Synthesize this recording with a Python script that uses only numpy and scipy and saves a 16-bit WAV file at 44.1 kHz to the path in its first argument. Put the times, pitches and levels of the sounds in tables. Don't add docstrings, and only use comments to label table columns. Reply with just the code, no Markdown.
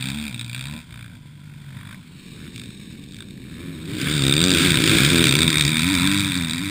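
import sys
import numpy as np
from scipy import signal
from scipy.fft import rfft, irfft
from scipy.io import wavfile
from scipy.ndimage import uniform_filter1d

SR = 44100
rng = np.random.default_rng(int(sys.argv[2]) if len(sys.argv) > 2 else 0)


def attenuation_scalar(level_db):
    decades = np.asarray(level_db, float) / 20
    return 10 ** decades


def generate_wav(signal):
    frames = np.transpose(np.atleast_2d(signal))
    scaled = np.clip(frames, -1, 1) * 32767
    pcm = np.round(scaled).astype(np.int16)
    wavfile.write(sys.argv[1], SR, pcm)


N = 295470

# order_hz, level_db
COMING = [(40, -17), (75, -6), (108, -4.5), (140, 5), (209, -5), (270, 2), (345, 0), (420, -6.5),
          (560, -12), (700, -16), (900, -19), (1300, -14)]
# order_hz, level_db
GOING = [(40, -18), (70, -7), (100, 1), (190, 2.5), (295, 4.5), (340, -12.5), (410, -18.5), (490, -24),
         (600, -19), (800, -19), (1100, -11), (1500, -35)]
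# order_hz, level_db
BEYOND = [(35, -22), (65, -2.5), (125, 13.5), (170, -13), (220, 2.5), (310, -11), (350, -44), (440, -24.5),
          (600, -11), (800, -22), (1000, 0), (1400, -52.5)]
# freq_hz, level_db (per Hz)
HOUSING = [(350, -50), (600, -17.5), (833, -27), (962, -12.5), (1190, -9.5), (1320, -1), (1570, 2),
           (2060, -4), (2360, 5.5), (3000, -10), (3670, 7.5), (3930, -1.5), (4160, -12.5), (4630, -5.5),
           (6000, -21.5), (7800, -56), (13200, -120)]

BLUR_TURNS, FAR_BLUR_TURNS = 0.012, 0.07
PUSH_LATE_S = 0.0007
KNOCK_WIDTH_S = 0.00004
SPLIT_HZ = 2900


def bike(rows, passes_s, going, crack_db, rasp_db, hard=(), blur=BLUR_TURNS, air_db=3.5, burst_s=0.0009,
         coming=COMING, slap_s=0.0052, slap_db=-15.5, same=0.9, ground_ms=(1.1, 0.6), side_on=False):
    # freq_hz, change_db
    dulled_change = [(3700, 4.3), (4300, 5.5), (5000, -1), (6000, -4.5)]
    # freq_hz, change_db
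    side_change = [(3000, 10), (3700, -10), (4400, 3), (5200, 5), (6000, -5)]
    # freq_hz, change_db
    hollow_change = [(700, 11.5), (1000, 13), (1300, 2), (1600, 2.5), (2000, 6), (2400, -4), (3000, 3.5)]
    inertia_s, pass_s, settle_s = 0.027, 0.093, 0.06
    rasp_follows, rasp_gone_db = 0.97, 2

    s, *columns = np.transpose(rows)
    t = np.arange(s[0], s[-1], 1 / SR)
    hz, thump_db, throttle_db = (np.interp(t, s, c) for c in columns)
    hz = uniform_filter1d(hz, round(inertia_s * SR), mode="nearest")
    gone = np.clip((t - passes_s) / pass_s, 0, 1)
    crack_db = thump_db + throttle_db + crack_db
    rasp_db = thump_db + rasp_follows * throttle_db + rasp_db

    turns = np.cumsum(hz * (1 + 0.004 * slow(len(t), 30))) / SR
    strength_db = 0.5 * np.minimum(rng.standard_normal((400, 2)), 1.3)
    uneven = np.zeros(len(t))
    if len(hard):
        turns, uneven = pin_to_hard(t, turns, strength_db, hard)
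    cycle = np.floor(turns).astype(int)
    age_s = (turns - cycle) / hz

    puff, slow_puff = exhaust_puffs(age_s, burst_s, same)
    high = signal.butter(3, SPLIT_HZ, "high", fs=SR, output="sos")
    low = signal.butter(3, SPLIT_HZ, fs=SR, output="sos")
    crack = steady(signal.sosfilt(high, colour(puff, HOUSING)), cycle, strength_db[cycle, 0])
    crack = crack + attenuation_scalar(slap_db) * np.roll(crack, round(slap_s * SR))
    rasp = steady(signal.sosfilt(low, colour(slow_puff, HOUSING)), cycle, strength_db[cycle, 1])
    if going is BEYOND:
        rasp = evened(colour(rasp, hollow_change))
        crack = evened(colour(crack, side_change if side_on else dulled_change))
    rasp = ground(rasp, np.linspace(*ground_ms, len(t))) * attenuation_scalar(rasp_gone_db * gone)

    settled = uniform_filter1d(uneven, round(settle_s * SR), mode="nearest")
    even = turns + uneven - settled - hz * PUSH_LATE_S
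    low_part = attenuation_scalar(thump_db + 0.8 * slow(len(t), 20)) * thump(even, hz, gone, coming, going, blur, air_db)
    high_part = attenuation_scalar(crack_db) * crack + attenuation_scalar(rasp_db) * rasp
    fade = signal.windows.tukey(len(t), 0.0028 / (s[-1] - s[0]))
    return round(s[0] * SR), fade * np.array([low_part, high_part])


def pin_to_hard(t, turns, strength_db, hard):
    at, over_db = np.transpose(hard)
    at = at - PUSH_LATE_S
    uneven = np.interp(t, at, np.unwrap(np.interp(at, t, turns) % 1, period=1))
    turns = turns - uneven
    hit = np.round(np.interp(at, t, turns)).astype(int)
    strength_db[hit] = over_db[:, None] * [1, 0.45]
    return turns, uneven


def exhaust_puffs(age_s, burst_s, same):
    alike = rng.standard_normal(SR // 10)[(age_s * SR).astype(int)]
    jet = same * alike + rng.standard_normal(len(age_s))
    rise = (1 - np.exp(-age_s / 0.001)) ** 2
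    puff = rise * np.exp(-age_s / burst_s) * jet
    knock = 2.2 * np.exp(-0.5 * ((age_s - 0.0017) / KNOCK_WIDTH_S) ** 2)
    slow_puff = (age_s / burst_s) ** 2 * np.exp(-age_s / (1.49 * burst_s)) * jet + knock
    return puff, slow_puff


def thump(turns, hz, gone, coming, going, blur, air_db):
    lead_turns, lag_turns, coming_hz, going_hz = 0.25, 0.95, 220, 150
    k = np.arange(1, 15)[:, None]
    steps = len(hz) // 50 + 9

    def wander(rate_hz):
        return np.array([np.repeat(slow(steps, 50 * rate_hz), 50)[:len(hz)] for _ in k])

    waver_db = 1.7 * wander(6)
    drift = uniform_filter1d(wander(12), 50)
    order_hz = k * hz
    view_db = (1 - gone) * read(coming, order_hz) + gone * read(going, order_hz)
    gain = attenuation_scalar(0.5 * read(COMING, order_hz) + view_db + waver_db - air_db * order_hz / 1000)
    gain /= np.sqrt((gain ** 2).sum(0) / 2)
    turned_away = gone if coming is COMING else 1
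    corner_hz = coming_hz + (going_hz - coming_hz) * turned_away
    lag = lag_turns * np.tanh(order_hz / corner_hz) - lead_turns
    return (gain * np.cos(2 * np.pi * (k * turns - lag + blur * np.sqrt(k) * drift))).sum(0)


def steady(x, cycle, strength_db):
    step = cycle - cycle[0]
    energy = np.bincount(step, x ** 2) + 1e-20
    return evened(x * attenuation_scalar(strength_db) / np.sqrt(energy[step] + 0.1 * energy.mean()))


def ground(x, delay_ms):
    at = np.arange(len(x))
    return evened(x + attenuation_scalar(-17.5) * np.interp(at - delay_ms * SR / 1000, at, x))


def third_bike():
    # start_s, firing_hz, level_db, throttle_db
    coming_rows = [(4.775, 74, -31, -4), (4.83, 78, -28, -6), (4.9, 105, -24, -1), (4.95, 108, -22, -6),
                   (4.99, 107, -33, -1), (5.07, 103, -30, -5), (5.125, 86, -18.5, -9),
                   (5.19, 81.5, -18.5, -4), (5.248, 77, -19.5, -4.5), (5.322, 67.2, -21, -0.5)]
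    # start_s, firing_hz, level_db, throttle_db
    bump_rows = [(5.453, 85.6, -22, -4), (5.505, 84.2, -25.5, 4.5), (5.565, 69, -22.5, 8),
                 (5.601, 79.9, -28, 3), (5.65, 68.4, -21, -3), (5.704, 84.8, -26, 1.5),
                 (5.811, 81, -23, -2)]
    # start_s, firing_hz, level_db, throttle_db
    going_rows = [(5.922, 100.9, -19.5, -5.5), (5.985, 83.7, -23, 0), (6.127, 96.9, -21, -4.5),
                  (6.266, 100.3, -25, -3), (6.348, 85.8, -27, -3), (6.374, 91.1, -21.5, -7.5),
                  (6.504, 80.4, -30.5, -2), (6.7, 99.5, -26.5, -6.5)]
    # start_s, over_db
    hard_rows = [(4.8758, 5), (4.8937, 5), (4.903, 3), (5.1566, 5.5), (5.1814, 4.5), (5.2405, 9),
                 (5.2915, 6.5), (5.324, 6), (5.3527, 7.5), (5.4052, 5.5), (5.4174, 8.5), (5.4298, 10),
                 (5.442, 3), (5.478, 8.5), (5.491, -5), (5.5022, 2), (5.5165, -7), (5.528, -2.5),
                 (5.5554, -4), (5.5823, 1.5), (5.6087, 10.5), (5.6363, 0), (5.6646, 0), (5.6783, 5.5),
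                 (5.7035, -3), (5.7295, -1), (5.7685, 4.5), (5.78, 1), (5.7932, 4), (5.8312, 2.5),
                 (5.843, 1), (5.855, -3), (5.8985, 0), (5.93, -1), (5.9505, 3), (5.9622, -2), (5.985, 0),
                 (5.9965, 0.5), (6.042, 0.5), (6.0734, 5), (6.084, -7), (6.1146, 4), (6.1956, 4),
                 (6.257, 1), (6.3192, 6.5), (6.3427, 3), (6.353, 6), (6.397, -3), (6.4465, 3.5), (6.496, 6),
                 (6.5085, 8.5), (6.5335, 7), (6.5455, 1), (6.5805, 5), (6.656, 1)]
    # start_s, over_db
    more_hard_rows = [(4.7977, 7), (4.8134, 8), (4.826, -1), (4.8631, 2), (4.8848, 3), (5.168, -4),
                      (5.194, -2), (5.3099, 3), (5.5416, -7), (5.5699, -2.5), (5.5951, 4), (5.6221, 3),
                      (5.6505, 4.5), (6.0191, 0), (6.104, -3), (6.145, 3), (6.175, 3), (6.205, 3.5),
                      (6.2453, 3), (6.4573, -6), (6.558, 1), (6.592, 0), (6.6059, -3), (6.6451, -1),
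                      (6.666, -1)]
    return [bike(coming_rows + bump_rows + going_rows, 5.68, GOING, crack_db=-0.54, rasp_db=-5.5,
                 hard=sorted(hard_rows + more_hard_rows))]


def second_bike():
    # start_s, firing_hz, level_db, throttle_db
    coming_rows = [
        (4.52, 74.3, -22, -15),
        (4.65, 94.6, -21.5, -5),
        (4.708, 85.1, -23, -5.5),
        (4.82, 54.2, -21.5, -6),
        (4.932, 51.8, -22.5, 0.5),
    ]
    # start_s, firing_hz, level_db, throttle_db
    going_rows = [(4.96, 54, -20, -6), (5.03, 66.5, -19, -7), (5.09, 76, -20, -7), (5.16, 63, -30, 3),
                  (5.23, 62, -30, 7), (5.308, 59.6, -25, -17), (5.58, 71.1, -37.5, -32)]
    # start_s, over_db
    hard_rows = [(4.6495, 0), (4.6606, -3), (4.7047, 8.5), (4.7186, 5), (4.742, 7), (4.755, 6),
                 (4.7715, 6.5), (4.7867, 1), (4.839, 5), (4.8758, 3), (4.915, -2), (4.934, -6), (4.952, -1),
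                 (4.9703, 1), (5.0189, -4), (5.0338, 3), (5.0487, 7.5), (5.0625, 5), (5.0762, -9),
                 (5.102, 6.5), (5.2085, 1.5), (5.2245, -1.5), (5.2405, 0), (5.2555, 5)]
    return [bike(coming_rows + going_rows, 5.6, GOING, crack_db=1.2, rasp_db=-2.5, hard=hard_rows,
                 blur=2 * BLUR_TURNS)]


def first_bike():
    # start_s, firing_hz, level_db, throttle_db
    engine_rows = [(3.84, 43.87, -47, 0.5), (4.032, 69.7, -28.5, -6.5), (4.132, 78.64, -23.5, -6.5),
                   (4.218, 67.64, -21.5, -6.5), (4.31, 64.5, -20, -1), (4.426, 87.2, -19.5, -4.5),
                   (4.49, 92, -20, -4), (4.594, 81.65, -25, -2), (4.78, 61.6, -28, -12)]
    # start_s, over_db
    hard_rows = [(4.0144, 8), (4.0712, -11), (4.138, 3), (4.1783, 2), (4.2064, -6), (4.221, 3),
                 (4.237, 3.5), (4.2657, 3), (4.3105, -3.5), (4.3238, 4.5), (4.352, -7), (4.3652, 1.5),
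                 (4.3786, 2), (4.3913, 0), (4.4036, 1.5), (4.415, 3.5), (4.439, 6.5), (4.493, 2),
                 (4.5044, 4.5), (4.5156, 6), (4.5375, 4), (4.548, 5.5), (4.572, 5.5), (4.584, 6.5)]
    return [bike(engine_rows, 4.8, GOING, crack_db=0.8, rasp_db=-7, hard=hard_rows)]


def leaving_bike():
    # start_s, firing_hz, level_db, throttle_db
    engine_rows = [(0.0, 61.6, -29, -2), (0.238, 75.2, -32, -4), (0.265, 73.8, -32, -3),
                   (0.3, 69.3, -34, -6), (0.345, 56.5, -35.5, -6), (0.52, 61.9, -34, -8),
                   (0.562, 59.4, -33, -2), (0.77, 78, -36.5, -4), (0.804, 79.3, -43, -2),
                   (0.85, 77.5, -74, 12)]
    # start_s, over_db
    hard_rows = [(0.0095, -2.5), (0.0245, 4), (0.056, 2), (0.0862, 2.5), (0.101, 3), (0.1313, -6),
                 (0.1587, -5), (0.172, -2), (0.2126, -1), (0.239, 1), (0.2795, 5), (0.344, 9), (0.394, 11),
                 (0.4114, 10.5), (0.445, 4.5), (0.4957, 7), (0.53, 5.5), (0.5465, 7.5), (0.578, -2),
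                 (0.593, 1), (0.6094, 4), (0.6245, -3), (0.6546, 3.5), (0.6971, -4), (0.7242, -2),
                 (0.7506, -7)]
    # order_hz, level_db
    open_orders = [(35, -26), (65, -1.5), (120, 20.5), (150, -8), (185, 7), (225, 12.5), (290, -1.5),
                   (350, -19), (600, -12), (1000, -6), (1400, -52)]
    return [bike(engine_rows, 0.46, BEYOND, crack_db=1, rasp_db=-9, hard=hard_rows, coming=open_orders,
                 slap_s=0.0063, slap_db=-11.5, same=1.5)]


def distant_bikes():
    # start_s, firing_hz, level_db, throttle_db
    coast_rows = [
        (0.89, 59.8, -66, 9),
        (0.924, 60.65, -39, -11.5),
        (1.052, 56.66, -40.5, -10),
        (1.09, 55.1, -44, -14.5),
        (1.17, 54, -47, -14),
        (1.19, 54, -58, -28),
    ]
    # start_s, firing_hz, level_db, throttle_db
    cruise_rows = [(1.15, 49.7, -60, -26), (1.2, 49.5, -46, -25), (1.544, 48.94, -42, -16),
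                   (1.62, 48, -39.5, -32), (1.7, 44.7, -39, -22), (1.78, 41.6, -40, -20),
                   (1.87, 40.86, -53, -20)]
    # start_s, firing_hz, level_db, throttle_db
    pull_rows = [
        (1.6, 45, -59, -4),
        (1.784, 47.4, -45, -4),
        (1.886, 50.7, -43, -8.5),
        (1.944, 57.3, -42, 0),
        (1.958, 54, -64, -27),
    ]
    # start_s, over_db
    hard_rows = [(1.682, -3), (1.7037, 0), (1.7235, -1), (1.7449, -3), (1.7669, 2), (1.7875, 0),
                 (1.8083, 2), (1.829, 3), (1.8495, 4), (1.8695, 9), (1.8887, 9), (1.908, 5.5), (1.9255, -2),
                 (1.9447, 9)]
    # order_hz, level_db
    shut_orders = [(35, -27), (60, -1), (100, 5), (125, 5), (155, -9), (190, -19), (290, -15.5), (340, -34),
                   (600, -20)]
    # order_hz, level_db
    even_orders = [(40, -22), (95, 2), (140, 14), (200, -31), (290, -7.5), (340, -31), (600, -26)]
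    return [bike(coast_rows, 0, shut_orders, crack_db=-3, rasp_db=1.5),
            bike(cruise_rows, 0, even_orders, crack_db=-10, rasp_db=0),
            bike(pull_rows, 0, BEYOND, crack_db=-8, rasp_db=0.5, hard=hard_rows, burst_s=0.0012,
                 ground_ms=(1.6, 0.6), side_on=True)]


def hill_bike():
    # start_s, firing_hz, level_db, throttle_db
    rise_rows = [
        (2.22, 56, -81, -7),
        (2.356, 72.3, -40, -14),
        (2.432, 78, -53.5, 1),
        (2.48, 83.8, -61, 15),
    ]
    # start_s, firing_hz, level_db, throttle_db
    blip_rows = [
        (2.5, 68.4, -52, -22),
        (2.556, 60, -42.5, -5),
        (2.602, 52.2, -45.5, 2),
        (2.672, 46, -53, -1),
        (2.72, 43.2, -62, 1),
    ]
    # start_s, firing_hz, level_db, throttle_db
    second_rows = [
        (3.172, 52.8, -58, 0),
        (3.2, 53.9, -45, 4),
        (3.228, 55.9, -46.5, 2),
        (3.262, 54.7, -49, -10),
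    ]
    # start_s, firing_hz, level_db, throttle_db
    climb_rows = [(3.45, 60.83, -47.5, -1.5), (3.648, 89.9, -37, -6), (3.72, 91.04, -33.5, -12.5),
                  (3.81, 72.9, -39, -8), (3.898, 98.1, -33.5, -16), (3.96, 104.6, -34, -16),
                  (4.034, 90.1, -31, -15), (4.08, 88.55, -24, 5.5)]
    # start_s, over_db
    hard_blip_rows = [(2.56, 6.5), (2.5785, 3), (2.596, 3), (2.6155, 2), (2.636, 2.2), (2.658, 4)]
    # start_s, over_db
    hard_second_rows = [(3.186, 7), (3.2047, 7), (3.2225, 5), (3.241, -8)]
    return [bike(rise_rows, 7, GOING, crack_db=-19, rasp_db=0.5, blur=FAR_BLUR_TURNS),
            bike(blip_rows, 7, GOING, crack_db=1.5, rasp_db=-7, hard=hard_blip_rows, coming=BEYOND),
            bike(second_rows, 7, GOING, crack_db=-3, rasp_db=-4, hard=hard_second_rows),
            bike(climb_rows, 7, GOING, crack_db=-14, rasp_db=-3.5, blur=FAR_BLUR_TURNS, air_db=12)]


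def trailing_bike():
    # start_s, firing_hz, level_db, throttle_db
    engine_rows = [
        (5.9, 87.3, -36, 9.5),
        (5.932, 84.4, -32, -21),
        (6.058, 65.2, -32, 2.5),
        (6.34, 59.8, -37, -27),
        (6.7, 69, -70, 8),
    ]
    return [bike(engine_rows, 0, BEYOND, crack_db=-6, rasp_db=-4.5)]


def pops():
    # start_s, level_db, dull_db
    pop_rows = [(2.704, -49, -5), (2.7746, -55, -6), (2.803, -56, -10), (2.83, -60, -10), (2.909, -60, 4),
                (2.9297, -54, -5), (2.9515, -55, -1), (2.973, -58, -5), (2.9941, -54, -12),
                (3.016, -60, -7), (3.038, -49.5, -21), (3.0609, -57, -8), (3.086, -54, -12),
                (3.109, -52, -11), (3.1213, -48, -10), (3.134, -52, -6), (3.144, -45, -9),
                (3.1575, -53, -13), (3.1652, -47, -7), (3.2849, -55, -2), (3.307, -50, -4),
                (3.3543, -66, 3), (3.3757, -60, 7), (3.3967, -63, 5), (3.4181, -62, 7), (3.4396, -62, 9),
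                (4.9844, -22.5, 0), (4.9969, -29, 0), (5.269, -22, -2), (5.282, -24.5, -3),
                (5.3881, -25, 1), (5.4225, -32, 5)]
    pop_s, push_db, push_hz = 0.000472, -12, 187
    age_s = np.arange(500) / SR
    shape = (age_s / pop_s) ** 2 * np.exp(-age_s / pop_s)
    knock = 0.39 * np.exp(-0.5 * ((age_s - pop_s) / KNOCK_WIDTH_S) ** 2)
    push = -attenuation_scalar(push_db) * np.hanning(len(age_s)) * np.sin(2 * np.pi * push_hz * age_s)
    low = signal.butter(3, SPLIT_HZ, fs=SR, output="sos")
    out = np.zeros(N)
    for s, db, dull_db in pop_rows:
        burst = colour(shape * rng.standard_normal(len(age_s)) + knock, HOUSING)
        dull = signal.sosfiltfilt(low, burst)
        pop = evened(burst - dull) + attenuation_scalar(dull_db) * evened(dull) + push
        out[round(s * SR):][:len(age_s)] += attenuation_scalar(db) * pop
    return out


def face_down_track(x):
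    # freq_hz, change_db
    track_change = [(700, 0.1), (1050, 1), (1500, -8), (1950, 0), (2330, 0.6), (2900, -13), (3600, 0),
                    (6000, -4)]
    # time_s, share (0-1)
    facing_share = [(5.2, 0.038), (5.6, 0.55)]
    down = np.clip(np.interp(np.arange(N) / SR, *np.transpose(facing_share)), 0, 1)
    return (1 - down) * x + down * colour(x, track_change)


def banks(x):
    t60_s = 0.24
    t = np.arange(SR // 2) / SR
    sparse = rng.standard_normal(len(t)) * (rng.random(len(t)) < 0.05)
    taps = sparse * attenuation_scalar(-60 * t / t60_s) * (t > 0.004)
    return signal.oaconvolve(x, taps / np.linalg.norm(taps))[:N]


def pack():
    # time_s, level_db
    pack_level = [(0, -41), (.8, -41.5), (1.1, -45), (1.4, -46), (1.7, -42.5), (1.9, -42.5), (2.3, -40),
                  (2.6, -38.5), (3, -39.5), (3.4, -39), (3.8, -34.5), (4.5, -30.5), (4.9, -25.5),
                  (5.3, -28), (5.8, -28.5), (6.7, -34.5)]
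    # centre_s, half_s, level_db
    roar_rows = [(0, 0.26, -45), (1.767, 0.027, -72), (1.925, 0.018, -59), (2.31, 0.22, -56.5),
                 (2.826, .13, -64.5), (4.11, .15, -30), (4.634, 0.069, -22.5), (4.976, 0.18, -23),
                 (5.292, 0.97, -35.5), (6.088, 0.63, -52)]
    # time_s, share (0-1)
    turned_share = [(1.95, 0), (2.3, 1), (3.6, 1), (4.2, 0)]
    # freq_hz, level_db (per Hz)
    drone_track = [(15, -93), (25, -59), (43, -13.5), (145, 5), (238, -2.5), (291, -9.5), (415, -23.5),
                   (844, -27.5), (1000, -16), (1300, -46), (2200, -120)]
    # freq_hz, level_db (per Hz)
    drone_hill = [(15, -75), (25, -22), (49, -6), (81, -7.5), (108, 0.5), (210, 0), (345, -9.5), (659, -33),
                  (1000, -36), (1300, -65), (2200, -120)]
    # freq_hz, level_db (per Hz)
    hiss_track = [(350, -1), (600, -29.5), (1180, -2), (1360, 6), (1590, 9.5), (1750, 0.5), (2310, 12),
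                  (2860, 0), (3460, 12), (4160, -0.5), (4760, 1.5), (5140, -0.5), (6000, -13.5),
                  (7800, -76), (13200, -120)]
    # freq_hz, level_db (per Hz)
    hiss_hill = [(350, -34), (600, -32), (935, -5.5), (1160, -0.5), (1350, -14.5), (1650, 2.5),
                 (2040, -2.5), (2290, 8.5), (3330, -3.5), (3670, 10.5), (4810, -6.5), (5450, -3),
                 (6000, -28), (7800, -25), (13200, -120)]
    # time_s, delay_ms
    echo_delay = [(0, 0.69), (1.2, 0.65), (2, 0.75), (2.7, 0.54), (3.3, 0.7), (3.8, 0.55), (5, 0.75),
                  (6.7, 0.48)]

    t = np.arange(N) / SR
    loud = attenuation_scalar(np.interp(t, *np.transpose(pack_level)))
    roar = sum(attenuation_scalar(db) * np.exp(-((t - s) / half_s) ** 2) for s, half_s, db in roar_rows)
    turned = np.interp(t, *np.transpose(turned_share))

    far = np.zeros(N)
    for hz in (42.1, 56.4, 70.6, 82.75):
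        turns = np.cumsum(hz * (1 + 0.13 * slow(N, 1.5))) / SR
        far += np.diff(turns.astype(int), prepend=0) * attenuation_scalar(3.05 * slow(N, 7.5))
    far = evened(far) + 0.5 * rng.standard_normal(N)
    drone = (1 - turned) * evened(colour(far, drone_track)) + turned * evened(colour(far, drone_hill))

    flutter = attenuation_scalar(1.65 * slow(N, 100)) * rng.standard_normal(N)
    hiss = (1 - turned) * evened(colour(flutter, hiss_track)) + turned * evened(colour(flutter, hiss_hill))
    hiss = ground(hiss, np.interp(t, *np.transpose(echo_delay)))
    hush_db = -4.5 * np.exp(-((t - 3.3) / 0.3) ** 2)
    hiss_gain = attenuation_scalar(-11 + hush_db) * np.minimum(loud, attenuation_scalar(-38.5)) + roar
    return loud * drone + hiss_gain * hiss


def rumble():
    return attenuation_scalar(-61) * slow(N, 45)


def evened(x):
    return x / np.sqrt(np.mean(x ** 2) + 1e-20)


def read(points, hz):
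    f, db = np.transpose(points)
    return np.interp(np.log(hz + 1), np.log(f + 1), db)


def colour(x, points):
    hz = abs(np.fft.fftfreq(8192, 1 / SR))
    log_gain = np.log(attenuation_scalar(np.maximum(read(points, hz), -100)))
    taps = np.fft.ifft(np.exp(np.conj(signal.hilbert(log_gain)))).real[:4096]
    return signal.oaconvolve(x, taps / np.linalg.norm(taps))[:len(x)]


def slow(count, hz):
    return evened(signal.lfilter(*signal.butter(2, hz, fs=SR), rng.standard_normal(count)))


def scene():
    near = np.zeros((2, N))
    bikes = (third_bike() + second_bike() + first_bike() + leaving_bike() + distant_bikes()
             + hill_bike() + trailing_bike())
    for start, sound in bikes:
        near[:, start:start + sound.shape[1]] += sound[:, :N - start]
    near[1] = face_down_track(near[1] + pops())
    echoes = attenuation_scalar(-18) * banks(near[0]) + attenuation_scalar(-15) * banks(near[1])
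    mono = near.sum(0) + echoes + pack() + rumble()
    return np.array([mono, mono])


def sample_and_hold(x):
    hold_hz = 12000
    hz = np.fft.rfftfreq(N, 1 / SR) + 1
    slope = irfft(rfft(x) * hz * (hz < hold_hz / 2), N)
    mirrored = slope * 2 * np.cos(2 * np.pi * hold_hz * np.arange(N) / SR)
    return x + attenuation_scalar(0.44) * irfft(rfft(mirrored) / hz, N)


def overload(x):
    over = np.maximum(abs(x[0]) - 0.46, 0)
    kick = signal.lfilter(*signal.butter(1, [8, 90], "band", fs=SR), uniform_filter1d(over, 90))
    return np.clip(x, -1, 1) + attenuation_scalar(6) * np.array([kick, -kick])


def band_edge(x):
    edge_hz = 15330
    hz = np.fft.rfftfreq(N, 1 / SR) + 1
    edge_db = np.interp(hz, [edge_hz, edge_hz + 80, edge_hz + 600, edge_hz + 1300], [0, -12, -33, -48])
    return irfft(rfft(x) * attenuation_scalar(edge_db), N)


def top_cut(x):
    return signal.sosfilt(signal.butter(12, 16680, fs=SR, output="sos"), x)


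def record(dry):
    mix = band_edge(overload(sample_and_hold(dry)))
    return top_cut(mix)


dry = scene()
out = record(dry)
generate_wav(out)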